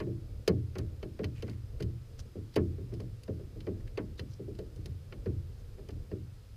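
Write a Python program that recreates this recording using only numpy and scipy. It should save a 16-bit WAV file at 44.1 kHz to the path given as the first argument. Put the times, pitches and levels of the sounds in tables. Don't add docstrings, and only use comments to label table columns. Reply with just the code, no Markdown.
import sys
import numpy as np
from scipy.fft import rfft, irfft, next_fast_len
from scipy.io import wavfile
from scipy.ndimage import map_coordinates

SR = 44100
rng = np.random.default_rng(int(sys.argv[2]) if len(sys.argv) > 2 else 0)


def digitize_waveform(pressure):
    field = np.atleast_2d(pressure).T
    bounded = np.clip(field, -1, 1)
    quanta = np.round(bounded * 32767).astype(np.int16)
    wavfile.write(sys.argv[1], SR, quanta)


N = 289296

# t/s, knock level/dB, weight/dB (floor boom over the knock),
# hardness/dB (sheet clank over the knock), f/Hz of the struck panel
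KNOCKS = [(0.0, -41, 5, -9.5, 353), (0.068, -41.5, 3.5, -34, 328), (0.477, -26.5, -2.5, -19, 446),
          (0.754, -44, 9, -10.5, 350), (0.786, -46, 8, -14, 420), (1.027, -43, 0, -18.5, 330),
          (1.19, -37.5, 3.5, -21, 293), (1.234, -47.5, -1, -9.5, 312), (1.424, -44.5, 6, -16, 503),
          (1.478, -51, 13.5, -9, 320), (1.8, -42, 11.5, -17.5, 410), (2.354, -46, 8, -31, 410),
          (2.562, -28.5, 0, -15, 396), (2.78, -50, 11.5, -26, 405), (2.92, -46.5, 6.5, -25, 326),
          (2.998, -49.5, 8.5, -15.5, 375), (3.278, -40.5, 5.5, -22.5, 536), (3.395, -51, -1, -24, 400),
          (3.558, -53.5, 8, -28, 300), (3.667, -37.5, -0.5, -21.5, 400), (3.975, -37, -4, -13, 340),
          (4.192, -49, 11, -16.5, 305), (4.394, -46, 0.5, -38, 450), (4.479, -43.5, -10, -50, 404),
          (4.587, -42.5, -16, -25.5, 434), (4.76, -56, 19, -30, 342), (4.856, -54, 15.5, -12.5, 415),
          (5.123, -52.5, 4, -11, 320), (5.258, -39.5, 9, -20.5, 360), (5.78, -52, -9, -21, 370),
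          (5.887, -51, 6.5, -12.5, 298), (6.113, -42, 4.5, -23.5, 365)]


def amp(db):
    return 10 ** (np.asarray(db) / 20)


def unit(x):
    return x / np.sqrt(np.mean(x ** 2) + 1e-20)


def burst(x):
    return x / np.sqrt(np.sum(x ** 2) / (SR / 20) + 1e-20)


def fade(t, t60):
    return np.exp(-np.log(1000) * t / t60)


def wobble(rate):
    return map_coordinates(rng.standard_normal(int(N * rate / SR) + 4), [np.arange(N) * rate / SR])


def noise(gain, size):
    m = next_fast_len(size)
    spectrum = rfft(rng.standard_normal(m)) * gain(np.fft.rfftfreq(m, 1 / SR) + 1)
    return unit(irfft(spectrum, m)[:size])


def colour(points):
    f, db = np.transpose(points)
    return lambda hz: amp(np.interp(np.log(hz), np.log(f), db))


def peak(hz, centre, width):
    return 1 / (1 + (2 * (hz - centre) / width) ** 2)


def ring(modes, t, scatter_db, phase_spread):
    hz, db, t60 = np.transpose(modes)[:, :, None]
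    strength = amp(db + scatter_db * rng.standard_normal(hz.shape))
    phase = phase_spread * rng.standard_normal(hz.shape)
    return burst(np.sum(strength * fade(t, t60) * np.sin(2 * np.pi * hz * t + phase), axis=0))


def add(track, s, sound):
    start = max(round(s * SR), 0)
    part = track[start:start + len(sound)]
    part += sound[:len(part)]


def background():
    # f/Hz, level/dB
    rumble_spectrum = [(12, -32), (27, -0.5), (66, 1.5), (120, -3), (160, -17.5), (230, -19.5), (330, -25),
                       (480, -20.5), (800, -40), (2000, -68)]
    # f/Hz, level/dB
    hiss_spectrum = [(200, -20), (700, -1.5), (1300, -0.5), (2000, -3), (3700, -4), (5000, -3.5),
                     (5600, -7), (7000, -9.5), (13500, -12.5), (15300, -16)]
    # f/Hz, width/Hz, level/dB
    whines = [(1305, 190, -86), (5050, 83, -84.5), (13500, 200, -96)]
    rumble = amp(-47 + 3.5 * wobble(5)) * noise(colour(rumble_spectrum), N)
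    hiss = amp(-68.5 + 0.18 * wobble(1.97)) * noise(colour(hiss_spectrum), N)
    whine = sum(amp(db) * noise(lambda f: peak(f, hz, width), N) for hz, width, db in whines)
    return rumble + hiss + whine


def rubs():
    # t/s of the middle, length/s, level/dB, f/Hz of the rasp
    strokes = [(1.386, 0.064, -59.5, 2480), (1.494, 0.15, -65.5, 2000), (2.198, 0.021, -52, 5440),
               (2.546, 0.023, -59, 4475), (2.942, 0.03, -67, 5000), (3.806, 0.022, -66, 1800),
               (3.877, 0.011, -61, 1740), (4.187, 0.02, -57, 4200), (4.33, 0.056, -65, 5500),
               (5.6, 0.036, -68.5, 6300)]
    out, t = np.zeros(N), np.arange(-SR // 10, SR // 10) / SR
    cloth = colour([(700, -1), (2300, -2.0), (5000, -3.5), (8000, -8.0), (15000, -19)])
    for s, length, db, rasp_hz in strokes:
        rasp = lambda hz: cloth(hz) * (1 + 3.4 * peak(hz, rasp_hz, width=0.3 * rasp_hz))
        swell = np.exp(-(2 * t / length) ** 2)
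        add(out, s + t[0], amp(db) * swell * noise(rasp, len(t)))
    grain = unit(amp(4.3 * wobble(500)))
    return out * grain


def contacts():
    # t/s, snap level/dB, brightness/dB
    ticks = [(0.477, -40, -12), (0.784, -56.5, -7), (1.028, -59, -19.5), (1.242, -50.5, -19),
             (1.423, -57.5, -14), (1.496, -64, -10), (1.804, -62.5, -9), (1.824, -56.5, -12),
             (2.198, -69, -2.5), (2.558, -52.5, -9), (2.562, -47, -13.5), (2.938, -68.5, -9),
             (3.002, -66, -10), (3.234, -66, -4.5), (3.605, -64, -16), (3.877, -69, -26), (3.974, -54, -31),
             (4.194, -51.5, -20.5), (4.551, -72, -11), (4.588, -64, -12.5), (4.76, -73.5, -3),
             (4.858, -59.5, -7.5), (5.124, -59, -34), (5.887, -66.5, -9), (5.905, -69, -14)]
    # f/Hz, level/dB, t60/s
    housing_modes = [(2727, 0.5, 0.033), (3033, -0.5, 0.043), (3890, -14, 0.032), (4170, -3.5, 0.055),
                     (4570, -1, 0.036), (4900, -4, 0.045), (5000, -26.5, .035), (6190, -7, 0.037)]
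    # f/Hz, level/dB
    snap_spectrum = [(1200, -6), (2300, 5), (3000, -0.5), (5000, 3), (6500, -9), (9000, -17.5)]
    # f/Hz, level/dB
    treble_spectrum = [(4000, -12), (6500, 4.5), (8000, -4.5), (10500, 4), (12500, -12), (15500, -3)]
    out, t = np.zeros(N), np.arange(SR // 10) / SR
    attack, decay = 1 - np.exp(-t / 0.00062), fade(t, t60=0.032)
    hull_contacts = [(s, db + hardness - 8.5, -17) for s, db, _, hardness, _ in KNOCKS]
    for s, snap_db, bright_db in list(ticks) + hull_contacts:
        db_per_octave = 0.71 * (bright_db + 12.5)
        tilt_db = lambda hz: db_per_octave * np.log2(np.clip(hz, 2000, 7000) / 2000)
        modes = [(hz, level + tilt_db(hz), t60) for hz, level, t60 in housing_modes]
        click = burst(noise(lambda hz: colour(snap_spectrum)(hz) * amp(tilt_db(hz)), len(t)) * decay)
        snap = click + amp(-2.0) * ring(modes, t, scatter_db=1.0, phase_spread=1.62)
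        treble = noise(colour(treble_spectrum), len(t)) * decay
        add(out, s, amp(snap_db) * (burst(snap * attack) + amp(bright_db) * burst(treble * attack)))
    return out


def foot_bumps():
    gap_s, weight_db, hardness_db, panel_hz = 0.8, 7.5, -23, 365
    bumps = [(gap_s * (k + 0.5 + 0.5 * late), -66 + 3 * force, weight_db, hardness_db, panel_hz)
             for k, (late, force) in enumerate(rng.uniform(-1, 1, size=(16, 2)))]
    return [row for row in bumps if row[0] < N / SR]


def hull_register(db, favour_db, low, high, travel, rise, t60, dense_db):
    # f/Hz, level/dB, t60/s
    hull_modes = [(71.8, -6.5, 0.65), (86.33, -2, 0.83), (97.8, 1, 0.63), (106.9, -6.5, 0.5),
                  (118.93, 0, 0.7), (138.9, -9.5, 0.69), (178.4, 0, 0.31), (189.8, 4.5, 0.27),
                  (216.3, -2.5, 0.4), (257.5, -3.5, 0.29), (282, -5, 0.39), (309, -3.5, 0.42),
                  (337.5, -8, 0.45), (370.2, -2, 0.22), (403.5, -1, 0.17), (435.9, -2, 0.19),
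                  (478.4, -1.5, .11), (527.3, -8, .13), (615.6, -12.5, 0.21), (712.5, -0.5, 0.14),
                  (859, -6, 0.17), (1097, -0.5, 0.12), (1574, -1, 0.032), (1853, 3.5, 0.027),
                  (2420, -12, 0.029), (2726, -7, 0.042)]
    # f/Hz, level/dB
    dense_spectrum = [(60, 5), (110, 18), (200, 13.5), (330, 10), (440, 12.5), (560, 2), (700, -6),
                      (900, -5), (1800, -8.5), (3200, -17.5)]
    t = np.arange(int(1.5 * t60 * SR)) / SR
    modes = [(hz, level + favour_db(hz), life) for hz, level, life in hull_modes if low <= hz < high]
    strong = ring(modes, t, scatter_db=1.98, phase_spread=1.26)
    band = lambda hz: 1 / np.sqrt((1 + (low / hz) ** 12) * (1 + (hz / high) ** 12))
    dense_gain = lambda hz: band(hz) * colour(dense_spectrum)(hz) * amp(favour_db(hz))
    dense = burst(noise(dense_gain, len(t)) * fade(t, t60))
    attack = 1 - np.exp(-t / rise)
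    sound = amp(db) * burst((strong + amp(dense_db) * dense) * attack)
    return np.pad(sound, (round(travel * SR), 0))


def hull():
    # low f/Hz, high f/Hz, travel/s, rise/s, t60/s and level/dB of dense modes
    registers = [(68, 155, .012, 0.011, .55, -9), (142, 365, 0.00701, 0.0096, 0.43, -3.5),
                 (315, 706, 0.001726, 0.0018, 0.18, -5), (676, 2820, 0.00122, 0.002, 0.088, 5.5)]
    floor, sides, panels, sheet = registers
    rebound_s, rebound_db = 0.085, -7
    out = np.zeros(N)
    for s, db, weight, hardness, panel_hz in list(KNOCKS) + foot_bumps():
        tilt_db = 11 + 0.29 * hardness - 0.15 * weight
        favour_db = lambda hz: (6 * peak(hz, panel_hz, width=0.3 * panel_hz)
                                + tilt_db * np.interp(hz, [320, 660, 2000], [0, 1, 1.5]))
        add(out, s, hull_register(db + hardness, favour_db, *sheet))
        add(out, s, hull_register(db, favour_db, *panels))
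        add(out, s, hull_register(db - 1.1 + 0.3 * weight, favour_db, *sides))
        add(out, s, hull_register(db + weight, favour_db, *floor))
        add(out, s + rebound_s, hull_register(db + weight + rebound_db, favour_db, *floor))
    return out


def scene():
    return (hull() + contacts() + rubs() + background())[None]


def record(dry):
    top_hz = 15450
    m = next_fast_len(N + SR // 2)
    passband = np.fft.rfftfreq(m, 1 / SR) < top_hz
    return irfft(rfft(dry, m) * passband, m)[:, :N]


dry = scene()
out = record(dry)
digitize_waveform(out)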